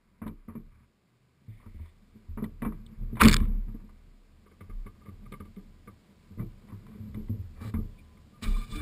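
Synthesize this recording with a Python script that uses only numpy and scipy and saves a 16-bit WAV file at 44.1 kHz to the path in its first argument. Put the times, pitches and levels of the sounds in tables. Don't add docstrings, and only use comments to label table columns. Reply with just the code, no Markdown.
import sys
import numpy as np
from scipy import signal
from scipy.fft import rfft, irfft
from scipy.io import wavfile
from scipy.ndimage import uniform_filter1d

SR = 44100
rng = np.random.default_rng(int(sys.argv[2]) if len(sys.argv) > 2 else 0)


def master_out(mix):
    frames = np.transpose(np.atleast_2d(mix))
    ceiling = np.clip(frames, -1, 1)
    pcm = np.round(ceiling * 32767).astype(np.int16)
    wavfile.write(sys.argv[1], SR, pcm)


def decibels_to_gain(level_db):
    exponent = np.asarray(level_db, float) / 20
    return 10 ** exponent


N = 388521

# (frequency [Hz], width [Hz], level [dB])
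BRIGHT_RING = [(3011, 130, -4), (3630, 470, 1.5), (4050, 400, -5), (4530, 700, -14.5)]
# (frequency [Hz], width [Hz], level [dB])
CASING_RING = [(2960, 260, -4.5), (3820, 700, 2), (4650, 490, -2), (5020, 820, -5.5)]
# (frequency [Hz], width [Hz], level [dB])
RUB_RING = [(1008, 87, -8), (1134, 220, -1.5), (2159, 490, -3.5), (1560, 230, -5.5)]


def unit(x):
    return x / np.sqrt(np.mean(x ** 2))


def curves(table):
    s, *columns = np.transpose(table)
    now = np.arange(N)
    lines = [np.interp(now / SR, s, column) for column in columns]
    return lines, (now > s[0] * SR) * (now < s[-1] * SR)


def walk(rate):
    k = int(SR / rate)
    steps = np.repeat(rng.standard_normal(N // k + 1), k)
    return 1.6 * uniform_filter1d(uniform_filter1d(steps, k), k)[:N]


def add(out, s, sound):
    i = int(s * SR)
    out[i:i + len(sound)] += sound[:N - i]


def ring(modes, drive):
    noise = rng.standard_normal(N)
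    filters = []
    for hz, width, db in modes:
        edges = [hz - width / 2, hz + width / 2]
        sos = signal.butter(2, edges, "band", fs=SR, output="sos")
        filters.append((decibels_to_gain(db) / np.sqrt(width), sos))

    def body(x):
        return sum(gain * signal.sosfilt(sos, x) for gain, sos in filters)

    on = np.flatnonzero(drive)
    span = slice(on[0], on[-1] + SR // 4)
    out = np.zeros(N)
    out[span] = body((noise * drive)[span]) / np.std(body(noise[:SR]))
    return out


def hits(table, modes, contact, bright):
    t = np.arange(SR // 3) / SR
    low_push, upper_push, bright_push = np.zeros((3, N))
    rise_s, t60, upper_db, sooner, tick = contact
    for s, db, hard_db in table:
        fade = 1000. ** (-t / (t60 * np.exp(-0.0385 * hard_db)))
        first_touch = 1 + tick * np.exp(-t / rise_s / 2)
        rise = decibels_to_gain(db) * (1 - np.exp(-(t / rise_s) ** 2)) * first_touch
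        upper = decibels_to_gain(upper_db + 0.42 * hard_db)
        add(low_push, s - rise_s, rise * fade)
        add(upper_push, s - rise_s, rise * upper * fade ** sooner)
        add(bright_push, s - rise_s, rise * decibels_to_gain(hard_db) * fade ** 1.4)
    treble_cut = signal.butter(5, 2600, fs=SR, output="sos")
    dull = signal.sosfilt(treble_cut, ring(modes[0], low_push) + ring(modes[1], upper_push))
    return dull + ring(bright, bright_push)


def grind(table, modes, flicker_db, bright=BRIGHT_RING):
    (db, bright_db), on = curves(table)
    push = on * decibels_to_gain(db + flicker_db * walk(90))
    return ring(modes, push) + ring(bright, push * decibels_to_gain(bright_db))


def whine(table, waver, orders):
    (hz, db), on = curves(table)
    turn = 2 * np.pi * np.cumsum(hz * (1 + waver * walk(40))) / SR
    return on * np.sqrt(2) * sum(decibels_to_gain(db + 3.3 * walk(40)) * np.sin(k * turn) for k in orders)


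def hiss():
    # (frequency [Hz], level [dB])
    colour = [(94, -31), (160, 4.5), (735, -13.5), (950, -18.5), (2300, -19.5), (4920, -20.5),
              (5900, -26.5), (13000, -130)]
    # (time [s], gain [dB])
    creep = [
        (0, 1),
        (1.4, 3.5),
        (1.65, 6.5),
        (3.9, 7),
        (5.4, 9.5),
        (7.8, 11.5),
        (8.81, 10),
    ]
    hz, db = np.transpose(colour)
    f = np.fft.rfftfreq(N, 1 / SR) + 1
    shape = decibels_to_gain(np.interp(np.log(f), np.log(hz), db))
    noise = unit(irfft(rfft(rng.standard_normal(N)) * shape, N))
    (lift_db,), _ = curves(creep)
    return decibels_to_gain(lift_db - 74) * noise


def stir():
    # (time [s], effort [dB])
    shifting = [(0.0, -68), (0.7, -64.5), (0.9, -79), (2.2, -62), (3.09, -51), (3.31, -26.5), (3.46, -41.5),
                (4.09, -67), (5.25, -55), (5.94, -65.5), (6.99, -47.5), (7.34, -56.5), (8.29, -60.5),
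                (8.81, -44)]
    # (time [s], level [dB], time until still [s])
    jolts = [(0.22, -46, 0.55), (0.531, -53.5, 0.56), (1.47, -48.5, 0.83), (1.62, -43.5, 0.65),
             (2.27, -43, 1.3), (2.6, -40, 0.42), (2.95, -41.5, 2.2), (3.21, -17.5, 0.87), (3.7, -57.5, 1.1),
             (4.66, -47, 0.72), (5.1, -50.5, 0.89), (5.619, -61.5, .7), (6.35, -38, 0.35),
             (6.709, -53, 0.33), (7.12, -42, 0.66), (7.4, -49.5, 0.86), (7.73, -38.5, .5),
             (8.439, -17, 0.31), (8.7, -24, 0.15)]
    # (frequency [Hz], width [Hz], level [dB])
    wobble = [(24.6, 19, 0)]
    # (frequency [Hz], width [Hz], level [dB])
    frame_ring = [(75, 6.4, -1), (108, 14, -5.5), (53, 49, -8.5), (136, 17, -8)]
    # (frequency [Hz], width [Hz], level [dB])
    panel_ring = [(172, 65, -4), (208, 44, 6.5), (309, 120, -6), (410, 88, -16), (576, 860, -20.5)]
    (effort_db,), _ = curves(shifting)
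    extra_db = effort_db + 60

    t = np.arange(2 * SR) / SR
    power = decibels_to_gain(2 * (np.minimum(effort_db, -55) - 4.5))
    for s, db, still_s in jolts:
        rise = 1 - np.exp(-(t / 0.042) ** 2)
        fade = 1000. ** -(t / still_s) ** 2
        add(power, s, (decibels_to_gain(db) * rise * fade) ** 2)
    sway_hz = 32.5 * (1 + .025 * walk(4))
    sway = np.sqrt(2 * power) * np.sin(2 * np.pi * np.cumsum(sway_hz) / SR)
    sway = sway * decibels_to_gain(3.5 * walk(9.7))
    sway = sway + ring(wobble, 0.22 * np.minimum(np.sqrt(power), decibels_to_gain(-50.5)))

    frame = ring(frame_ring, decibels_to_gain(effort_db + 2.5 * walk(15)))
    panel = ring(panel_ring, decibels_to_gain(-64 + 1.07 * extra_db + 2.5 * walk(25)))
    rub = ring(RUB_RING, decibels_to_gain(-75.5 + 0.29 * extra_db + 0.77 * walk(21)))
    return sway + frame + panel + rub


def thumps():
    # (time [s], panel peak [dB], frame peak [dB], frame frequency [Hz])
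    check = [(0.217, -31.5, -43, 89.3), (0.261, -27.5, -45, 96.5), (0.288, -44, -53, 63),
             (0.481, -34, -45, 87), (0.553, -30, -46, 133.3), (0.804, -57, -61, 126),
             (1.48, -46.5, -39, 108), (1.658, -43, -45, 94), (1.744, -48.5, -42, 73), (1.799, -48, -38, 80),
             (2.151, -43, -72, 73), (2.287, -54, -36, 79.3), (2.373, -28, -42, 133),
             (2.423, -22.5, -39.5, 96), (2.621, -26.5, -37.5, 136), (2.662, -20.5, -39.5, 65.8),
             (2.838, -55.5, -59, 89), (3.008, -44, -38.5, 115), (3.127, -29.5, -35.5, 119.4)]
    slam = [(3.212, -25, -22, 65), (3.226, -10, -26, 66), (3.245, -9, -16, 112), (3.257, -2.5, -20, 114),
            (3.27, -17, -19, 75), (3.299, -31, -50, 103.4), (3.36, -25, -32, 67), (3.41, -25, -22, 63),
            (3.678, -37.5, -38.5, 108), (3.745, -32, -49, 97.1), (3.838, -41.5, -56.5, 90.8)]
    belt = [(4.608, -43.5, -43.5, 92), (4.692, -44, -43.5, 89), (4.857, -39.5, -47, 101.3),
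            (5.084, -38.5, -40.5, 92), (5.259, -49, -49, 117), (5.316, -37.5, -47, 136),
            (5.402, -35, -42, 84), (5.568, -34, -60, 107.8), (5.873, -40.5, -51, 105.6),
            (6.307, -43.5, -46, 88.7), (6.375, -35.5, -41, 101), (6.392, -27.5, -32.5, 123),
            (6.42, -31, -36, 106.3), (6.724, -36, -37, 101.7)]
    pedals = [(6.95, -38, -59, 108), (6.997, -52.5, -40, 102), (7.148, -36, -37.5, 108),
              (7.172, -29.5, -44, 103), (7.295, -28.5, -28, 100), (7.34, -40, -37.5, 108),
              (7.389, -64, -35, 85.1), (7.613, -36, -39, 90), (7.649, -33, -33.5, 108),
              (7.74, -23.5, -28.5, 81.3), (7.786, -31.5, -37.5, 110.7), (7.839, -46.5, -49, 79),
              (8.423, -32.5, -40.5, 95.3), (8.465, -29, -33.5, 63.4), (8.707, -42.5, -46.5, 86.6)]
    kickback = [
        (8.753, -39, -53.5, 66),
    ]
    # (frequency [Hz], level under the panel [dB], t60 [s])
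    lining = [(318, -18, 0.067), (391.6, -18, 0.07), (429, -21, 0.06)]
    # (frequency [Hz], width [Hz], level [dB])
    skin = [(311, 100, -1), (394, 69, -6.5), (171.6, 24, -2.5)]
    # (blows, panel frequency [Hz], t60 [s], lining [dB])
    kinds = [(check, 223, 0.17, 0.1), (slam, 219, .11, -14), (belt, 200, 0.15, 2),
             (pedals, 222, 0.2, 1.2), (kickback, 303, 0.89, -20)]
    t = np.arange(SR // 2) / SR
    out, shudder = np.zeros(N), np.zeros(N)
    for table, panel_hz, t60, lining_db in kinds:
        fade = 1000. ** (-t / t60)
        phases = rng.uniform(0, 2 * np.pi, (len(table), 4))
        for (s, db, frame_db, frame_hz), turn in zip(table, phases):
            hz = panel_hz * (1 + .03 * np.sin(turn[3]))
            panel = np.sin(2 * np.pi * hz * t + turn[0])
            panel = panel + .2 * np.sin(2 * np.pi * .87 * hz * t + turn[1])
            panel = panel * fade
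            for k, (f, d, r) in enumerate(lining):
                tone = np.sin(2 * np.pi * f * hz / panel_hz * t + k * turn[1])
                panel = panel + decibels_to_gain(d + lining_db) * tone * 1000. ** (-t / r)
            panel = panel * (1 - np.exp(-t / 0.0021))
            frame = np.sin(2 * np.pi * frame_hz * t + turn[2]) * fade ** .6 * (1 - np.exp(-t / .007))
            add(out, s - .0005, decibels_to_gain(db) * panel + decibels_to_gain(frame_db + 6) * frame)
            add(shudder, s - .001, decibels_to_gain(db - 15.5) * fade ** 0.68)
    return out + ring(skin, shudder)


def knocks():
    # (time [s], peak [dB], hardness [dB])
    blows = [(0.217, -46, -33.5), (0.264, -46, -23), (0.278, -54.5, 0.5), (0.484, -51, -37),
             (0.552, -54, -27), (1.6, -64, -35), (1.63, -63, -28), (1.66, -61, -20), (1.79, -66, -34),
             (1.83, -69.5, -26), (1.855, -59, -12), (2.374, -44, -32), (2.422, -53, -26), (2.44, -46.5, -6),
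             (2.62, -36.5, -21.5), (2.649, -37.5, -27), (2.722, -54.5, -21), (2.863, -69.5, 16.5),
             (3.155, -52.5, -8), (3.169, -41, -24), (3.683, -59, -22), (3.75, -66, -28.5),
             (3.798, -61.5, -29), (3.891, -60, -16), (6.383, -58.5, -22), (6.394, -50, -17.5),
             (6.41, -56, -22), (6.62, -66, -21), (6.684, -55.5, -14.5), (6.719, -57, -28),
             (6.7, -59, -18.5), (6.866, -59, -9.5), (6.885, -63, -16), (6.915, -62.5, -9.5),
             (6.935, -65, -13), (7.144, -50.5, -11.5), (7.283, -57, -11), (7.739, -44, -19)]
    # (frequency [Hz], width [Hz], level [dB])
    trim = [
        [(960, 160, -3.5), (1093.6, 220, -2), (1400, 1000, -12.5), (617, 870, -0.5)],
        [(1660, 910, -7.5), (2007, 200, 0.5), (2320, 37, -1.5)],
    ]
    # (rise [s], t60 [s], upper ring [dB], its faster fade [times], first touch [times the grit])
    contact = (0.0007, 0.05, 1, 1.9, 1.1)
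    return hits(blows, trim, contact, BRIGHT_RING)


def scuff():
    # (time [s], level [dB], brightness [dB])
    brush = [
        (0.7, -80, -25),
        (0.83, -72, -25),
        (0.86, -83, -25),
    ]
    return grind(brush, RUB_RING, flicker_db=2.5)


def far_engine():
    # (time [s], frequency [Hz], level [dB rms])
    engine = [
        (.95, 130.4, -84),
        (1.15, 127.4, -72.5),
        (1.4, 131, -71.5),
        (1.5, 129.5, -70),
    ]
    return whine(engine, waver=0.03, orders=[1])


def door_seal():
    # (time [s], level [dB], brightness [dB])
    sigh = [
        (1.46, -80, -5),
        (1.52, -74, -7),
        (1.7, -74, -13),
        (1.9, -70.5, -5),
        (1.95, -89, -12),
    ]
    # (frequency [Hz], width [Hz], level [dB])
    rubber = [(2110, 460, 16), (1890, 130, -6), (2470, 210, -18)]
    return grind(sigh, rubber, flicker_db=1.8)


def crash():
    # (time [s], level [dB], brightness [dB])
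    burst = [
        (3.194, -52, -23.5),
        (3.204, -28, -15),
        (3.214, -21.5, -9.5),
        (3.228, -28, -12),
        (3.26, -33.5, -10.5),
        (3.3, -43.5, -10.5),
        (3.36, -50.5, -8),
        (3.45, -58.5, -8.5),
        (3.49, -69, -10),
    ]
    # (frequency [Hz], width [Hz], level [dB])
    jamb = [(1123, 380, 2.5), (1530, 500, -1.5), (2020, 600, 0), (2600, 620, -8.5), (650, 400, -7.5)]
    return grind(burst, jamb, flicker_db=3.0)


def rattle():
    # (time [s], peak [dB], hardness [dB])
    contacts = [(3.207, -24.5, -19.5), (3.212, -14, -14.5), (3.217, -14, -11.5), (3.221, -28, -12),
                (3.229, -29.5, -9.5), (3.235, -27, 10.5), (3.24, -28.5, 3.5), (3.248, -23.5, -2),
                (3.2545, -24.5, 8.5), (3.265, -27, -6.5), (3.2765, -31, 11), (3.28, -36, 10),
                (3.284, -23, 11.5), (3.293, -32.5, 10), (3.297, -33, 10), (3.301, -38.5, 10),
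                (3.312, -39, 15), (3.315, -32, 10), (3.323, -40, 14), (3.328, -28.5, 10.5),
                (3.334, -34.5, 19), (3.341, -23.5, 11.5), (3.354, -53.5, 9), (3.362, -38.5, -4.5),
                (3.366, -32.5, 13), (3.379, -51, -11), (3.388, -57.5, -17), (3.402, -40, -14),
                (3.423, -48, -31), (3.452, -53, -14)]
    # (frequency [Hz], width [Hz], level [dB])
    latch = [
        [(1076, 60, -9.5), (1223, 260, 2.5), (409, 95, -4.5)],
        [(1830, 500, 0.0012), (2183, 410, 0)],
    ]
    # (rise [s], t60 [s], upper ring [dB], its fade rate [times the lower], first touch [times the
    contact = (0.001, 0.017, 3, 0.84, 2)
    # (frequency [Hz], width [Hz], level [dB])
    chatter = [(3050, 370, -6), (3470, 500, 1), (4420, 700, 1), (5070, 470, -6)]
    return hits(contacts, latch, contact, chatter)


def clinks():
    # (time [s], peak [dB], hardness [dB])
    contacts = [(4.461, -55, -22.5), (4.513, -56.5, -24), (4.607, -45, -18.5), (4.696, -51, -26),
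                (4.843, -67.5, -22.5), (4.863, -45.5, -23), (5.014, -58, -31), (5.057, -49.5, -23),
                (4.95, -63, -28), (5.088, -55.5, -13), (5.257, -53.5, -20), (5.321, -40.5, -10),
                (5.336, -44, -17), (5.402, -45.5, -16), (5.452, -54, -15.5), (5.562, -58, -5),
                (5.58, -61, -18), (5.874, -46, -24.5), (7.745, -42.5, -29.5), (8.169, -58, -15)]
    # (frequency [Hz], width [Hz], level [dB])
    buckle = [
        [(1194, 88, -0.5), (1388, 444, -12.5), (401, 227, -2), (1031, 130, -8.5), (761, 430, -14.5)],
        [(1708, 640, -5.5), (2142, 205, -1), (2300, 710, -8.5)],
    ]
    # (rise [s], t60 [s], upper ring [dB], its faster fade [times], first touch [times the grit])
    contact = (0.0027, 0.045, 3.06, 1.34, 0.48)
    return hits(contacts, buckle, contact, BRIGHT_RING)


def fuel_pump():
    # (time [s], frequency [Hz], level [dB rms])
    pump = [(5.5, 1012, -88), (5.8, 1012, -81), (6.4, 1012, -82), (7.5, 1012, -86), (8, 1012, -79),
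            (8.4, 1012, -80)]
    return whine(pump, waver=0.0021, orders=[1])


def lever_scrape():
    # (time [s], level [dB], brightness [dB])
    scrape = [
        (7.55, -73, -13.5),
        (7.575, -60.5, -20),
        (7.595, -62, -24),
        (7.615, -50.5, -11),
        (7.66, -52, -9),
        (7.7, -54.5, -5.5),
        (7.712, -70, -10),
    ]
    # (frequency [Hz], width [Hz], level [dB])
    lever = [(1020, 440, -3.5), (1146, 155, -3), (1750, 510, -3), (2320, 82, -7), (474, 150, -1.5)]
    return grind(scrape, lever, flicker_db=0.55, bright=CASING_RING)


def key_squeak():
    # (time [s], level [dB], brightness [dB])
    squeak = [
        (7.972, -77.5, -20),
        (7.985, -58, -15),
        (8.03, -86, -20.5),
    ]
    # (frequency [Hz], width [Hz], level [dB])
    lock = [(2360, 160, 0)]
    return grind(squeak, lock, flicker_db=1.5)


def relay():
    # (time [s], frequency [Hz], level [dB rms])
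    buzz = [
        (8.325, 1196, -75),
        (8.345, 1208, -60.5),
        (8.365, 1180, -63),
        (8.39, 1186, -79.5),
    ]
    return whine(buzz, waver=0.0056, orders=[1])


def pinion():
    # (time [s], level [dB], brightness [dB])
    bite = [
        (8.412, -62, -22),
        (8.425, -45, -4),
        (8.438, -43, 2),
        (8.448, -46, -1),
        (8.457, -43, -10),
        (8.468, -50, -7),
        (8.49, -57, -6),
        (8.53, -66, -6),
    ]
    # (frequency [Hz], width [Hz], level [dB])
    small_gear = [(1180, 165, 0.5), (1730, 640, -0.5), (2290, 210, 2), (600, 240, -8)]
    return grind(bite, small_gear, flicker_db=1., bright=CASING_RING)


def gears():
    # (time [s], level [dB], brightness [dB])
    turning = [
        (8.45, -63, -11.5),
        (8.48, -48, -9.5),
        (8.55, -54, -5),
        (8.61, -51, -5),
        (8.66, -62, -4),
        (8.71, -53, -2),
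        (8.76, -49, -5),
        (8.81, -46, -14),
    ]
    # (frequency [Hz], width [Hz], level [dB])
    gear_ring = [(1193, 29, -3.5), (1090, 240, -9.5), (1470, 470, -12.5), (2334, 166, -4.5),
                 (441, 9.3, -15), (680, 270, -17), (3500, 60, -8), (1890, 570, -18)]
    (db, bright_db), on = curves(turning)
    lines = sum(ring([mode], on * decibels_to_gain(db + mode[2] + 3.5 * walk(45))) for mode in gear_ring)
    return lines + ring(CASING_RING, on * decibels_to_gain(db + bright_db + 2 * walk(90)))


def starter_motor():
    # (time [s], tooth rate [Hz], level [dB rms])
    teeth = [(8.47, 940, -76), (8.52, 955, -73), (8.55, 988, -67), (8.575, 1012, -65), (8.6, 1000, -80),
             (8.63, 962, -70), (8.66, 1000, -78), (8.7, 945, -70), (8.74, 960, -76), (8.78, 985, -68),
             (8.81, 960, -75)]
    mesh = whine(teeth, waver=.006, orders=[3, 5])
    armature = decibels_to_gain(-5) * whine(teeth, waver=0.0064, orders=[3 / 4])
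    return mesh + armature


def whistle():
    # (time [s], frequency [Hz], level [dB rms])
    tone = [
        (8.51, 3780, -76),
        (8.54, 3830, -67),
        (8.57, 3960, -63),
        (8.605, 4230, -67),
        (8.63, 4300, -84),
        (8.72, 3850, -84),
        (8.765, 4050, -66),
        (8.8, 4100, -80),
    ]
    return whine(tone, waver=.003, orders=[1])


def scene():
    outside = hiss() + far_engine() + door_seal()
    door = thumps() + knocks() + scuff() + crash() + rattle()
    cabin = stir() + clinks() + fuel_pump() + lever_scrape() + key_squeak()
    starter = relay() + pinion() + gears() + starter_motor() + whistle()
    return np.tile(outside + door + cabin + starter, (2, 1))


def band_limit(x):
    return signal.sosfilt(signal.butter(12, 16290, fs=SR, output="sos"), x)


def record(dry):
    up, down = 40, 147
    clip = .6
    slow = np.clip(signal.resample_poly(dry, up, down, axis=1), -clip, clip)
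    steps = np.repeat(slow, 4, axis=1)
    held = signal.resample_poly(steps, down, 4 * up, axis=1)[:, :N]
    top = signal.ellip(8, .2, 75, 15200, fs=SR, output="sos")
    held = signal.sosfilt(top, held)
    late = np.roll(held, 441, axis=1)
    held = held + decibels_to_gain(-40.5) * walk(60) * late * np.array([[1], [-1]])
    return band_limit(held)


dry = scene()
out = record(dry)
master_out(out)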